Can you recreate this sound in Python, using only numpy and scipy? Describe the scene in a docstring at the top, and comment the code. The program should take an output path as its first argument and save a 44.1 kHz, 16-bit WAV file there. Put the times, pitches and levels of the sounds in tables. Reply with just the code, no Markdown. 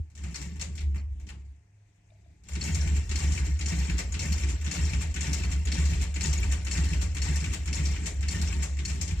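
"""A sole stitching machine in a sheet-metal cabinet. First it is turned slowly by hand: cams and levers
knock, exciting the modes of the steel head, and the cabinet booms. In a pause two hollow taps sound over
the faint hum of a motor. From 2.5 s it runs at two stitches a second: in each the awl drops, the hook
clanks, the feed snaps over, a lever falls and the take-up pulls the thread tight, while loose parts
rattle and the panels, driven through the frame, drum along."""
import sys
import numpy as np
from scipy import signal
from scipy.io import wavfile
from scipy.ndimage import uniform_filter1d

SR = 44100
rng = np.random.default_rng(int(sys.argv[2]) if len(sys.argv) > 2 else 0)


def inscribe(sig):
    """Save sig as 16-bit PCM at rate SR to the path in sys.argv[1].

    A 1-D sig is mono; a 2-D sig holds one channel per row.
    Samples are clipped to [-1, 1] before scaling.
    """
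    pcm = np.round(np.clip(np.atleast_2d(sig).T, -1, 1) * 32767)
    wavfile.write(sys.argv[1], SR, pcm.astype(np.int16))


N = 405719

# one row a stitch: t/s, level/dB, push on the cabinet/dB
AWL_DROPS = [(2.533, -33, -10), (3.0924, -29, -8), (3.5905, -29.5, -10), (4.1214, -29.5, -9),
             (4.644, -29.5, -11), (5.141, -28.5, -7.5), (5.652, -30, -2), (6.141, -29.5, -8),
             (6.6478, -29.5, 0.5), (7.1474, -29, -1), (7.657, -30, -4), (8.208, -33.5, -4),
             (8.769, -33.5, -5)]
FEED_SNAPS = [(2.746, -25.5, -16), (3.32, -29, 1), (3.7874, -31, -2), (4.3207, -26, -2),
              (4.8517, -34.5, -4), (5.3308, -23, -10), (5.8526, -32.5, -2), (6.329, -24, 1),
              (6.8401, -31.5, 4), (7.358, -27.5, -1), (7.8536, -27.5, -1.5), (8.4144, -26.5, -1.5),
              (9.0121, -25, -6)]
TAKE_UP_PULLS = [(2.956, -37, -5), (3.455, -39.5, -18), (3.9812, -25.5, -18), (4.487, -35, -9),
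                 (5.0096, -31, -5), (5.5144, -31.5, -12.5), (6.013, -30, -5), (6.5147, -28.5, -12),
                 (7.0137, -30.5, -12), (7.5282, -28.5, -6), (8.058, -28, -18), (8.6223, -29.5, -18),
                 (9.1836, -51, -5.5)]
# the hook, once a stitch: t/s, ring level/dB, knock level/dB, extra rattle of the stitch/dB
HOOK_CLANKS = [(2.611, -26.5, -33, -0.5), (3.1568, -33, -28.5, 0), (3.659, -37, -31.5, -0.5),
               (4.1923, -35.5, -31.5, 0), (4.7123, -32, -29.5, 0.5), (5.2076, -52, -30, 0),
               (5.7174, -29, -28, 0), (6.208, -30, -28.5, 0.5), (6.7118, -31.5, -28.5, 0),
               (7.218, -29, -30, 0), (7.7283, -40, -27.5, -1), (8.283, -28.5, -31, -0.5),
               (8.851, -29, -31.5, -6.5)]
LEVER_FALLS = [(2.874, -36.5), (3.3765, -31.5), (3.8961, -32.5), (4.434, -37), (4.933, -32.5),
               (5.4348, -33.5), (5.9331, -35.5), (6.4306, -33), (6.9323, -32), (7.442, -32.5),
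               (7.9619, -40), (8.5262, -36), (9.109, -37.5)]   # t/s, level/dB
HEAD_SPECTRUM = [(300, -25), (420, -0.5), (900, -1.5), (1260, -8), (1750, -2.5), (2100, 2.5), (2700, -2),
                 (3600, -5.5), (5500, -8.5), (7600, 0), (8400, -16), (9700, -9), (11000, -28), (13200, -20),
                 (15500, -19)]   # broadband sound of the head: f/Hz, spectral density/dB
RIGHT_LAG = [(800, 21), (1200, 3)]   # later arrival at the right port: f/Hz, delay/samples


def knocks():
    """Impacts of a cam mechanism recur with shaft angle; rows of t/s, level/dB, dull/dB, middle/dB."""
    colours = [(-15.5, -14.5), (-16.5, -4), (-18.5, -6), (-6, -15), (-13, -13)]   # awl, hook, feed, lever, take-up: dull part/dB, middle part/dB
    # awl and take-up touch twice: delay/s, relative level/dB, dull part/dB, middle part/dB
    second_touch = [(0.0195, -8, -0.5, -10.5), (0.0069, 6, -18.5, -13)]
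    cams = [(0.18, -29.5, -34.5, 3.5), (0.255, -34, -8.5, -14.5), (0.485, -36.5, -15.5, -5.5)]   # lesser cams: angle/turns, level/dB, dull part/dB, middle part/dB
    stray = [(0.1, -54, -17, -11), (0.152, -44.5, -14, -10), (0.175, -40.5, -13, -15),
             (0.236, -34, -11, -22), (0.344, -32, -12.5, -12), (0.357, -35.5, -24, 8),
             (0.414, -33.5, -13, -11), (0.557, -42, -12, -19), (0.596, -37.5, -9, -9.5),
             (0.612, -29, -11, -7), (0.754, -36, -24, -9), (0.7776, -46.5, -1.5, -5.5),
             (0.8054, -41, -7.5, -13.5), (0.945, -46.5, -1, -26), (0.958, -38.5, -9, -23),
             (1.198, -41.5, -19.5, -17), (1.268, -46, -12, -7), (1.2891, -39, -5.5, -17.5),
             (2.4366, -48.5, -20.5, -8), (2.4861, -29, -20.5, -16), (4.612, -27.5, -23, -15),
             (8.879, -35, -11, -6.5), (8.897, -36.5, -5, -10), (9.077, -37.5, -10, -3),
             (6.256, -27, -25, -1), (6.772, -32, -8.5, -11)]   # irregular knocks: t/s, level/dB, dull part/dB, middle part/dB
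    hooks = [(s, db) for s, _, db, _ in HOOK_CLANKS]
    parts = AWL_DROPS, hooks, FEED_SNAPS, LEVER_FALLS, TAKE_UP_PULLS
    main = [(*row[:2], *colour) for rows, colour in zip(parts, colours) for row in rows]
    for rows, (lag, more_db, *colour) in zip((AWL_DROPS, TAKE_UP_PULLS), second_touch):
        main += [(s + lag, db + more_db, *colour) for s, db, _ in rows]
    times, turns = shaft_angles()
    scatter_db = 1.5 * rng.standard_normal((len(AWL_DROPS), len(cams)))
    lesser = [(np.interp(k + at, turns, times), db + HOOK_CLANKS[k][3] + scatter_db[k, j], *colour)
              for k in range(len(AWL_DROPS)) for j, (at, db, *colour) in enumerate(cams)]
    return np.array(main + lesser + stray)


def shaft_angles():
    """One shaft phase-locks the five main contacts of each stitch; returns their t/s and angle/turns."""
    parts = AWL_DROPS, HOOK_CLANKS, FEED_SNAPS, LEVER_FALLS, TAKE_UP_PULLS
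    phases = np.array([0, .13, .39, .57, .74])
    times = np.transpose([np.transpose(rows)[0] for rows in parts])
    turns = np.arange(len(times))[:, None] + phases
    return times.ravel(), turns.ravel()


def excitation():
    """Boom, panel and rattle levels/dB: irregular by hand, then periodic forcing by the driven shaft."""
    by_hand = [(0.0, -26, -58, -70), (0.102, -58, -68, -77.5), (0.24, -31, -47, -56.5),
               (0.34, -46.5, -47, -55.5), (0.43, -37.5, -46, -50), (0.56, -38.5, -48.5, -62.5),
               (0.78, -36, -49, -61.5), (0.873, -24.5, -50.5, -71.5), (0.999, -33, -47.5, -63.5),
               (1.071, -33, -66, -73.5), (1.3, -41.5, -51, -66.5), (1.51, -42.5, -65, -72.5),
               (1.66, -68, -76, -84), (2.0, -74, -76, -75), (2.3, -54, -64.5, -73.5),
               (2.4, -64.5, -69, -77), (2.469, -38, -59.5, -63.5), (2.531, -30, -46, -51)]   # slow turns and pause: t/s, boom/dB, panels/dB, rattle/dB
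    one_turn = [(0.0, -19, -47, -56.5), (0.05, -34, -34.5, -58.5), (0.13, -23, -35.5, -48),
                (0.211, -20, -35.5, -39.5), (0.288, -22.5, -31, -43), (0.37, -35, -34, -44),
                (0.46, -24, -36, -44.5), (0.57, -14, -33, -44.5), (0.67, -13.5, -35.5, -49),
                (0.76, -28, -35, -44.5), (0.88, -17, -40, -52), (0.97, -26, -44.5, -54)]   # under power: angle/turns, boom/dB, panels/dB, rattle/dB
    drive_start_s, panel_coupling = 2.53, 0.4
    t = np.arange(N) / SR
    angle = np.interp(t, *shaft_angles())
    phase, *columns = np.transpose(one_turn)
    boom_db, panel_db, rattle_db = (np.interp(angle, phase, c, period=1) for c in columns)
    push_db, = in_time(sorted((s, db) for s, _, db in AWL_DROPS + FEED_SNAPS + TAKE_UP_PULLS))
    stitch_db = np.transpose(HOOK_CLANKS)[3][angle.astype(int)]
    driven = boom_db + push_db, panel_db - 5 + panel_coupling * stitch_db, rattle_db + stitch_db
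    return [uniform_filter1d(np.where(t < drive_start_s, hand, drive), size=300)
            for hand, drive in zip(in_time(by_hand), driven)]


def knock_db(impacts, hz):
    """Impact spectrum: each knock's level at one frequency, with two broad humps and both ends thinned."""
    _, level_db, dull_db, middle_db = impacts.T
    dull = np.exp(-(np.log2(hz / 2200) / 1.89) ** 2)
    middle = np.exp(-(np.log2(hz / 4900) / 0.84) ** 2)
    thin_db = -6.5 * np.clip(np.log2(1400 / hz), 0, 1) - 6 * np.clip(np.log2(hz / 8500), 0, 1)
    return level_db + thin_db + dull * (dull_db + 9) + middle * (middle_db + 12.5)


def clatter(impacts, rattle_db):
    """Incoherent sounds add in power: each knock's short crack and longer tail, and the rattle, as noise."""
    tail_decay = [(600, 0.35), (2200, 0.25), (6000, 0.24), (13000, 0.11)]   # f/Hz, T60/s
    crack_t60, crack_db, tail_db = 0.033, 1, -2
    common_drift, scatter = drift(31), rng.standard_normal((len(impacts), 40))

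    def envelope(hz):
        scatter_db = 4.4 * np.tanh(scatter[:, int(3 * np.log2(hz)) % 40])
        strength = from_db(knock_db(impacts, hz) - 7 + scatter_db)
        swell = np.exp(-np.minimum(hz, 4500) / (11 * SR))   # lows take longer to build
        power = signal.lfilter([1 - swell], [1, -swell], spikes(impacts[:, 0], strength ** 2))
        knock_power = sum(from_db(2 * db) * signal.lfilter([1], [1, -decay(t60) ** 2], power)
                          for t60, db in ((at_hz(tail_decay, hz), tail_db), (crack_t60, crack_db)))
        dark_db = -3 * np.clip(np.log2(hz / 8500), 0, 1)
        rattle = from_db(rattle_db - 3 + dark_db + 0.48 * common_drift + 5.5 * np.tanh(drift(17)))
        return np.sqrt(knock_power + rattle ** 2)
    return noise_bands(388.4, HEAD_SPECTRUM, envelope)


def head_rings(impacts, rattle_db):
    """Modal response of the head: knocks and two bounces excite all modes, loose parts one at a time."""
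    modes = [(805, -21.5, 0.043), (910, -15, 0.056), (1147, -17.5, 0.055), (1332, -20.5, 0.05),
             (1485, -13.5, 0.04), (1826, -10, 0.043), (2037, -12.5, 0.05), (2174, -5, 0.012),
             (2370, -5.5, 0.017), (2680, -6, 0.031), (3160, -14, 0.025), (4030, -24, 0.02),
             (4335, -9, 0.017), (4680, -19, 0.015), (5234, -13.5, 0.028), (5473, -9, 0.025),
             (5740, -12, 0.03), (5960, -17, 0.046), (6800, -7, 0.022), (7180, -9.5, 0.017),
             (7544, -2.5, 0.025), (7800, -13.5, 0.023)]   # f/Hz, level/dB, T60/s
    clicks_per_s = 260
    onsets = impacts[:, 0]
    bounces = onsets + np.cumsum(rng.uniform(0.0028, .011, (len(onsets), 2)), axis=1).T
    out = 0
    for hz, mode_db, t60 in modes:
        loose = np.flatnonzero((rng.random(N) < clicks_per_s / SR) & (rattle_db > -66))   # none at rest
        click_db = rattle_db[loose] - 4.5 + 3.5 * np.minimum(rng.exponential(1, len(loose)), 3)
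        blow_db = knock_db(impacts, hz) - 7
        times = np.concatenate([onsets, *bounces, loose / SR])
        heights = from_db(np.concatenate([blow_db, blow_db - 5.5, blow_db - 0.5, click_db]))
        uneven = from_db(6.5 * np.tanh(rng.standard_normal((2, len(times)))))
        polarity = rng.choice([-1, 1], uneven.shape)
        pair = [spikes(times, heights * side) for side in uneven * polarity]
        out = out + from_db(mode_db) * ports(bandpass(ring(pair, hz, t60), hz / 1.11, hz * 1.15), hz)
    return out


def jingle(rattle_db):
    """Random impacts: 36 small loose parts click independently, each ringing at its natural frequency."""
    clicks_per_s, t60 = 14, 0.046
    moving = rattle_db[:N // 8 * 8:8] > -70
    out = 0
    for hz in np.geomspace(1500, 14500, num=36) * rng.uniform(.97, 1.03, size=36):
        at = np.flatnonzero((rng.random(N // 8) < clicks_per_s * 8 / SR) & moving) * 8
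        scatter_db = 4 * np.tanh(rng.standard_normal((2, len(at))))
        click_db = rattle_db[at] - 2 + at_hz(HEAD_SPECTRUM, hz) + scatter_db
        pair = [spikes(at / SR, from_db(side)) for side in click_db]
        out = out + ports(bandpass(ring(pair, hz, t60), hz / 1.04, hz * 1.04), hz)
    return out


def hook():
    """Free vibration after impact: the cam snaps dully and the hook rings bright just after it."""
    touches = [(0.3438, -37), (0.609, -37), (0.9796, -47), (0.995, -55), (4.326, -32), (5.329, -40),
               (5.446, -36), (7.857, -36), (8.416, -40)]   # lighter contacts: t/s, level/dB
    hook_modes = [(4385, 0, 0.037), (5240, -6, 0.03), (7400, -13, 0.03)]   # f/Hz, level/dB, T60/s
    cam_modes = [(1830, -10, 0.03), (2200, -5, 0.03), (2650, -7, 0.035), (3100, -12, 0.015)]   # f/Hz, level/dB, T60/s
    clanks = touches + [(s + 0.0035, db) for s, db, _, _ in HOOK_CLANKS]
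    snaps = [(s, db) for s, _, db, _ in HOOK_CLANKS]
    return struck(clanks, hook_modes, left_db=4) + struck(snaps, cam_modes, left_db=5)


def small_parts():
    """Natural frequencies tell struck parts apart: dull lever, stiff pin, cover plate, thin guide, link."""
    # blows: t/s, level/dB
    pin_blows = [(3.793, -50), (4.327, -44), (4.4, -55), (5.336, -42), (6.334, -48.5), (6.402, -49),
                 (7.355, -48), (8.422, -51), (9.024, -50)]
    plate_blows = [(3.723, -33), (4.253, -37), (5.78, -34.5), (6.785, -41), (7.356, -36), (8.346, -32),
                   (8.372, -33)]
    guide_blows = [(2.534, -47), (2.6375, -45), (3.0915, -40.5), (3.157, -42), (3.5918, -39), (3.6596, -39),
                   (4.1238, -35), (4.3217, -36), (4.647, -35.5), (4.7138, -31), (5.1428, -38),
                   (5.2074, -34), (5.3299, -34), (5.6532, -37), (5.7195, -45), (6.144, -38.5),
                   (6.2383, -27.5), (6.3306, -38), (6.378, -31.5), (6.6486, -42), (6.7153, -39),
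                   (7.7555, -32), (8.2822, -51), (8.8494, -36)]
    link_blows = [(2.6106, -40), (2.7438, -48), (2.8086, -34), (3.1573, -34), (3.6627, -33), (4.193, -30.5),
                  (4.4344, -36), (4.7123, -34), (4.851, -34), (5.2092, -32), (5.27, -35), (5.3299, -28),
                  (5.7195, -38.5), (6.2124, -43), (6.3286, -28), (6.7172, -46), (7.2201, -33),
                  (7.3583, -33), (7.7289, -32), (7.8532, -33), (8.2857, -37), (8.4827, -35), (8.8499, -34),
                  (9.012, -49)]
    # modes: f/Hz, level/dB, T60/s
    lever_modes = [(2330, -2, 0.028), (2560, -3, 0.028), (2950, -9, 0.02)]
    pin_modes = [(12930, 5, 0.03), (13170, -8, 0.04)]
    plate_modes = [(1822, -1, 0.055)]
    guide_modes = [(6775, 1.5, 0.045)]
    link_modes = [(5380, -9, 0.03), (5520, -5, 0.04), (5750, -6.5, 0.045), (6096, -10, 0.04)]
    lever_blows = [(s, db + 5) for s, db in LEVER_FALLS]
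    return (struck(lever_blows, lever_modes, left_db=9, lag_samples=6)
            + struck(pin_blows, pin_modes, left_db=3, scatter_db=1)
            + struck(plate_blows, plate_modes, left_db=1, scatter_db=1, lag_samples=3)
            + struck(guide_blows, guide_modes, left_db=9, lag_samples=0)
            + struck(link_blows, link_modes, left_db=11, scatter_db=2.5))


def cabinet_boom(level_db):
    """The cabinet's lowest mode: each thump restarts it in antiphase, while the stand shudders."""
    thumps = [(2.405, -50, 65.46), (2.504, -25, 69.9), (2.605, -27.5, 73.2), (2.7, -20.5, 76.17),
              (2.778, -19.5, 74.4), (2.866, -18, 72.35), (3.042, -30.5, 64.97), (3.087, -20.5, 71.44),
              (3.205, -19, 72.69), (3.354, -25.5, 71.6), (3.39, -16.5, 67.98), (3.47, -19.5, 71.92),
              (3.592, -22, 71.83), (3.728, -22, 69.24), (3.896, -22.5, 63.26), (4.005, -33.5, 66.1),
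              (4.042, -26, 64.57), (4.102, -25, 72), (4.191, -30, 83.95), (4.249, -20.5, 73.7),
              (4.4, -21, 70.9), (4.522, -25.5, 70.9), (4.583, -24, 73.67), (4.717, -46, 70.4),
              (4.755, -24.5, 75.7), (4.791, -19, 72.5), (4.908, -30, 73.3), (4.942, -19, 67.43),
              (5.024, -22.5, 75.52), (5.139, -26.5, 73.63), (5.254, -22, 72.48), (5.4, -23.5, 72.4),
              (5.445, -18.5, 65.57), (5.506, -20.5, 71.9), (5.644, -21.5, 71.35), (5.766, -18.5, 71.66),
              (5.952, -17, 67.6), (6.037, -24, 70.56), (6.251, -20, 71.77), (6.408, -24, 80.2),
              (6.442, -19, 69.47), (6.578, -25, 70.36), (6.76, -19.5, 70.7), (6.901, -18.5, 68.5),
              (6.938, -18, 66.8), (7.03, -22, 71), (7.08, -22.5, 74.5), (7.144, -21.5, 71.76),
              (7.266, -20, 71.76), (7.456, -21.5, 63.1), (7.524, -31, 63.6), (7.585, -24.5, 69.9),
              (7.651, -23.5, 71.57), (7.779, -20, 71.6), (7.971, -23, 70.3), (8.066, -29, 68.2),
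              (8.117, -23, 69.74), (8.332, -26, 81.7), (8.372, -21.5, 74.46), (8.495, -23.5, 74.8),
              (8.529, -21, 69.46), (8.668, -23.5, 70.6), (8.864, -24, 70.7), (9.007, -22, 76.4),
              (9.064, -28, 76), (9.11, -23.5, 70.6), (9.164, -17, 64.7)]   # thumps of the frame: t/s, level/dB, f/Hz
    hand_pitch = [(0.0, 79.66), (0.41, 64.71), (0.51, 75.88), (1.41, 69.1), (1.84, 80.63), (2.12, 66.54),
                  (2.43, 78.08)]   # the mode on the slow turns: t/s, f/Hz
    skew, fullness = 0.91, 0.6   # under 1: each arch of sound peaks early and is flat
    onsets, thump_db, thump_hz = np.transpose(thumps)
    t = np.arange(N) / SR
    by_hand = t < onsets[0]
    progress = np.interp(t, [*onsets, N / SR], np.arange(len(onsets) + 1))
    k = np.minimum(progress.astype(int), len(onsets) - 1)
    arch = np.abs(np.sin(np.pi * (progress - k) ** skew)) ** fullness
    driven = (-1) ** k * from_db(thump_db[k] - 1.33) * arch
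    amplitude = np.where(by_hand, np.sqrt(2) * from_db(level_db), driven) * from_db(1.31 * drift(18))
    hand_hz, = in_time(hand_pitch)
    hz = uniform_filter1d(np.where(by_hand, hand_hz, thump_hz[k]), size=600) + 1.52 * drift(17)
    swing = uniform_filter1d(amplitude, size=300) * np.sin(2 * np.pi * np.cumsum(hz) / SR)
    white = rng.standard_normal((2, N))
    stand_db = uniform_filter1d(level_db, size=8000) - 10
    stand = unit_rms(ring(ring(white, 59, 0.34), 46.7, 0.13)) * from_db(stand_db)
    shudder = unit_rms(ring(ring(white, 91.7, 0.33), 115, 0.042)) * from_db(level_db - 16.5)
    return ports(swing * [[1], [0]] + stand + shudder, hz=69.5)


def panel_drumming(level_db):
    """Structure-borne excitation: soft random blows through the frame keep the panel modes sounding."""
    modes = [(147.8, 37.5, -1), (173.7, 10.4, -3.5), (201, 38.6, -5), (296.8, 52, -9), (363, 36, -15.5),
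             (413.2, 43, -15.5)]   # f/Hz, bandwidth/Hz, level/dB
    blows_per_s = 420
    blows = (rng.random((2, N)) < blows_per_s / SR) * rng.standard_normal((2, N)) + 1e-18
    out = 0
    for k, (hz, width_hz, mode_db) in enumerate(modes):
        t60 = np.log(1000) / (np.pi * width_hz)
        mode = ring(ring(blows, hz, t60), hz, t60 / 1.5)
        out = out + (-1) ** k * from_db(mode_db) * ports(unit_rms(mode), hz)
    return from_db(level_db) * unit_rms(out)


def panel_knocks():
    """Damped oscillation: each hard knock on a panel swells briefly and decays at its own frequency."""
    blows = [(0.27, -36.5, 159.7), (0.412, -40.5, 155), (0.462, -37, 163), (0.517, -38, 185),
             (0.675, -37.5, 162.5), (2.564, -36, 168), (2.691, -28, 163.5), (2.765, -26.5, 153),
             (2.843, -31.5, 158), (3.224, -28.5, 154), (3.349, -32.5, 160), (3.4, -30.5, 151),
             (3.72, -25.5, 167), (3.77, -32, 168), (3.817, -33.5, 172), (3.886, -27.5, 168.5),
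             (4.255, -29.5, 155), (4.307, -30, 179), (4.454, -34, 153), (4.781, -28, 150),
             (4.929, -32.5, 164), (5.276, -27.5, 155), (5.778, -27, 156), (5.919, -30, 153),
             (6.23, -33.5, 177), (6.276, -26, 150), (6.383, -39.5, 167.8), (6.445, -35, 165),
             (6.78, -26, 158), (6.913, -27, 161), (7.288, -26.5, 149), (7.413, -34.5, 160),
             (7.793, -25, 149), (8.359, -27.5, 161), (8.399, -32, 166), (8.631, -36, 158),
             (8.899, -32.5, 167), (9.118, -30.5, 163)]   # t/s, peak level/dB, f/Hz
    rise_s, t60 = 0.008, 0.11
    t, out = np.arange(SR // 4) / SR, np.zeros(N + SR)
    shape = (1 - np.exp(-t / rise_s)) * from_db(-60 * t / t60)
    for s, peak_db, hz in blows:
        i = int(s * SR)
        out[i:i + len(t)] += from_db(peak_db) * shape / shape.max() * np.sin(2 * np.pi * hz * t)
    return np.array([out[:N], np.roll(out, int(at_hz(RIGHT_LAG, 160)))[:N]])


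def hollow_taps():
    """Two taps in the pause: a click, and a hollow body whose closely spaced modes beat."""
    taps = [(2.103, -58), (2.244, -64)]   # t/s, level/dB
    click_modes = [(2380, -2, 0.018), (3680, -3, 0.018), (2800, -14, 0.02), (4050, -14, 0.015)]   # f/Hz, level/dB, T60/s
    body_modes = [(630, -12, 0.2), (655, -8, 0.19), (684, -13, 0.2)]   # f/Hz, level/dB, T60/s
    # a touch, then the full weight
    contacts = [(s + lag, db + more_db) for s, db in taps for lag, more_db in ((0, -10), (.016, 1))]
    click = struck(taps, click_modes, left_db=5, scatter_db=1)
    return click + struck(contacts, body_modes, left_db=13, scatter_db=2)


def motor_hum():
    """An idling motor gives a line spectrum, each partial wandering in level and phase."""
    partials = [(102, -62), (145, -79), (700, -90), (850, -91)]   # f/Hz, level/dB
    t = np.arange(N) / SR
    return sum(from_db(db + 3 + 3.2 * drift(4.4)) * np.sin(2 * np.pi * hz * t + 0.59 * drift(6))
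               for hz, db in partials)


def workshop_air():
    """The ambient noise floor: stationary and strongest in the deep bass."""
    spectrum = [(15, -43), (25, 1), (101, -17.5), (131, -25.5), (462, -32.5), (691, -36), (840, -31.5),
                (1220, -42), (2000, -31.5), (2600, -36), (3300, -71), (4400, -53), (7090, -37),
                (10900, -75), (15000, -62)]   # f/Hz, spectral density/dB
    return from_db(-64) * noise_bands(26.4, spectrum, lambda hz: 1)


def struck(blows, modes, left_db, scatter_db=1.5, lag_samples=1):
    """Modal superposition: blows (t/s, level/dB) ring one part; a narrow band makes each mode swell."""
    swell_band_hz = 252
    times, level_db = np.transpose(blows)
    out, scatter = 0, scatter_db * rng.standard_normal((len(times), len(modes)))
    for k, (hz, mode_db, t60) in enumerate(modes):
        mode = ring(spikes(times, from_db(level_db + mode_db + scatter[:, k])), hz, t60)
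        out = out + bandpass(mode, hz - swell_band_hz / 2, hz + swell_band_hz / 2)
    return np.array([out, np.roll(out, lag_samples)]) * from_db([[left_db / 2], [-left_db / 2]])


def noise_bands(low_hz, spectrum, envelope):
    """A continuous spectrum as a sum of third-octave noise bands, each modulated by envelope(hz)."""
    edges = low_hz * 2 ** (np.arange(40) / 3)
    edges = edges[edges < 19000]
    centres = np.sqrt(edges[1:] * edges[:-1])
    gains = from_db(at_hz(spectrum, centres))
    gains = gains / np.sqrt(np.sum(gains ** 2 * np.diff(edges) * 2 / SR))
    out, white = 0, rng.standard_normal((2, 2, N))
    for k, hz in enumerate(centres):
        band = bandpass(white[k % 2] * envelope(hz), edges[k], edges[k + 1], order=2)
        out = out + gains[k] * ports(band, hz)
    return out


def ports(pair, hz):
    """Partial coherence: the left port hears pair[0], the right hears it later, mixed with pair[1]."""
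    coherence = [(60, 1), (150, 1), (300, 0.89), (600, 0.1), (1500, 0.28), (5000, 0.031), (12000, 0.11)]   # f/Hz, left-right correlation
    balance = [(60, -0.1), (200, -0.2), (350, -0.3), (700, 7), (1400, -0.5), (2800, 4), (5500, 10.5),
               (9000, 2), (14000, 3.5)]   # f/Hz, left over right/dB
    alike = np.clip(at_hz(coherence, hz), 0, 1)
    right = alike * np.roll(pair[0], int(at_hz(RIGHT_LAG, hz))) + np.sqrt(1 - alike ** 2) * pair[1]
    return np.array([pair[0], right]) * from_db(at_hz(balance, hz) / 2 * np.array([[1], [-1]]))


def ring(force, hz, t60):
    """Damped resonator: a unit impulse starts a decaying sine of amplitude 1."""
    r, w = decay(t60), 2 * np.pi * hz / SR
    return signal.lfilter([0, np.sin(w)], [1, -2 * r * np.cos(w), r * r], force)


def decay(t60):
    """Exponential decay: the amplitude ratio per sample that loses 60 dB in t60 seconds."""
    return from_db(-60 / (t60 * SR))


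def bandpass(x, low_hz, high_hz, order=1):
    """Band limiting between two corner frequencies."""
    return signal.sosfilt(signal.butter(order, [low_hz, high_hz], "band", fs=SR, output="sos"), x)


def spikes(times, heights):
    """Impulse train with clicks at the given t/s."""
    out = np.full(N, 1e-18)
    np.add.at(out, np.minimum(np.round(np.asarray(times) * SR).astype(int), N - 1), heights)
    return out


def drift(corner_hz):
    """Slow random fluctuation of rms 1: low-passed noise, drawn every 40th sample."""
    r = np.exp(-80 * np.pi * corner_hz / SR)
    slow = signal.lfilter([1], [1, -2 * r, r * r], rng.standard_normal(N // 40 + 2002))[2000:]
    return np.interp(np.arange(N) / 40, np.arange(len(slow)), unit_rms(slow))


def in_time(rows):
    """Linear interpolation of each column against t/s, sample by sample."""
    times, *columns = np.transpose(rows)
    return [np.interp(np.arange(N) / SR, times, c) for c in columns]


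def at_hz(points, hz):
    """Interpolation on a logarithmic frequency axis."""
    hz_points, values = np.transpose(points)
    return np.interp(np.log(hz), np.log(np.maximum(hz_points, 1)), values)


def from_db(db):
    """Level/dB to amplitude ratio."""
    return 10 ** (np.asarray(db) / 20)


def unit_rms(x):
    """Normalisation to rms 1."""
    return x / np.sqrt(np.mean(x ** 2) + 1e-20)


def scene():
    """Superposition of head, cabinet and workshop at the two microphone ports."""
    boom_db, panel_db, rattle_db = excitation()
    impacts = knocks()
    head = clatter(impacts, rattle_db) + head_rings(impacts, rattle_db) + jingle(rattle_db)
    parts = hook() + small_parts()
    cabinet = cabinet_boom(boom_db) + panel_drumming(panel_db) + panel_knocks()
    return head + parts + cabinet + workshop_air() + motor_hum() + hollow_taps()


def record(dry):
    """The microphone's finite bandwidth: the deepest bass is lost and the top is cut steeply."""
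    low_hz, high_hz = 40, 15350
    dry = signal.sosfilt(signal.butter(4, low_hz, "high", fs=SR, output="sos"), dry)
    return signal.sosfilt(signal.ellip(10, .5, 70, high_hz, fs=SR, output="sos"), dry)


dry = scene()
out = record(dry)
inscribe(out)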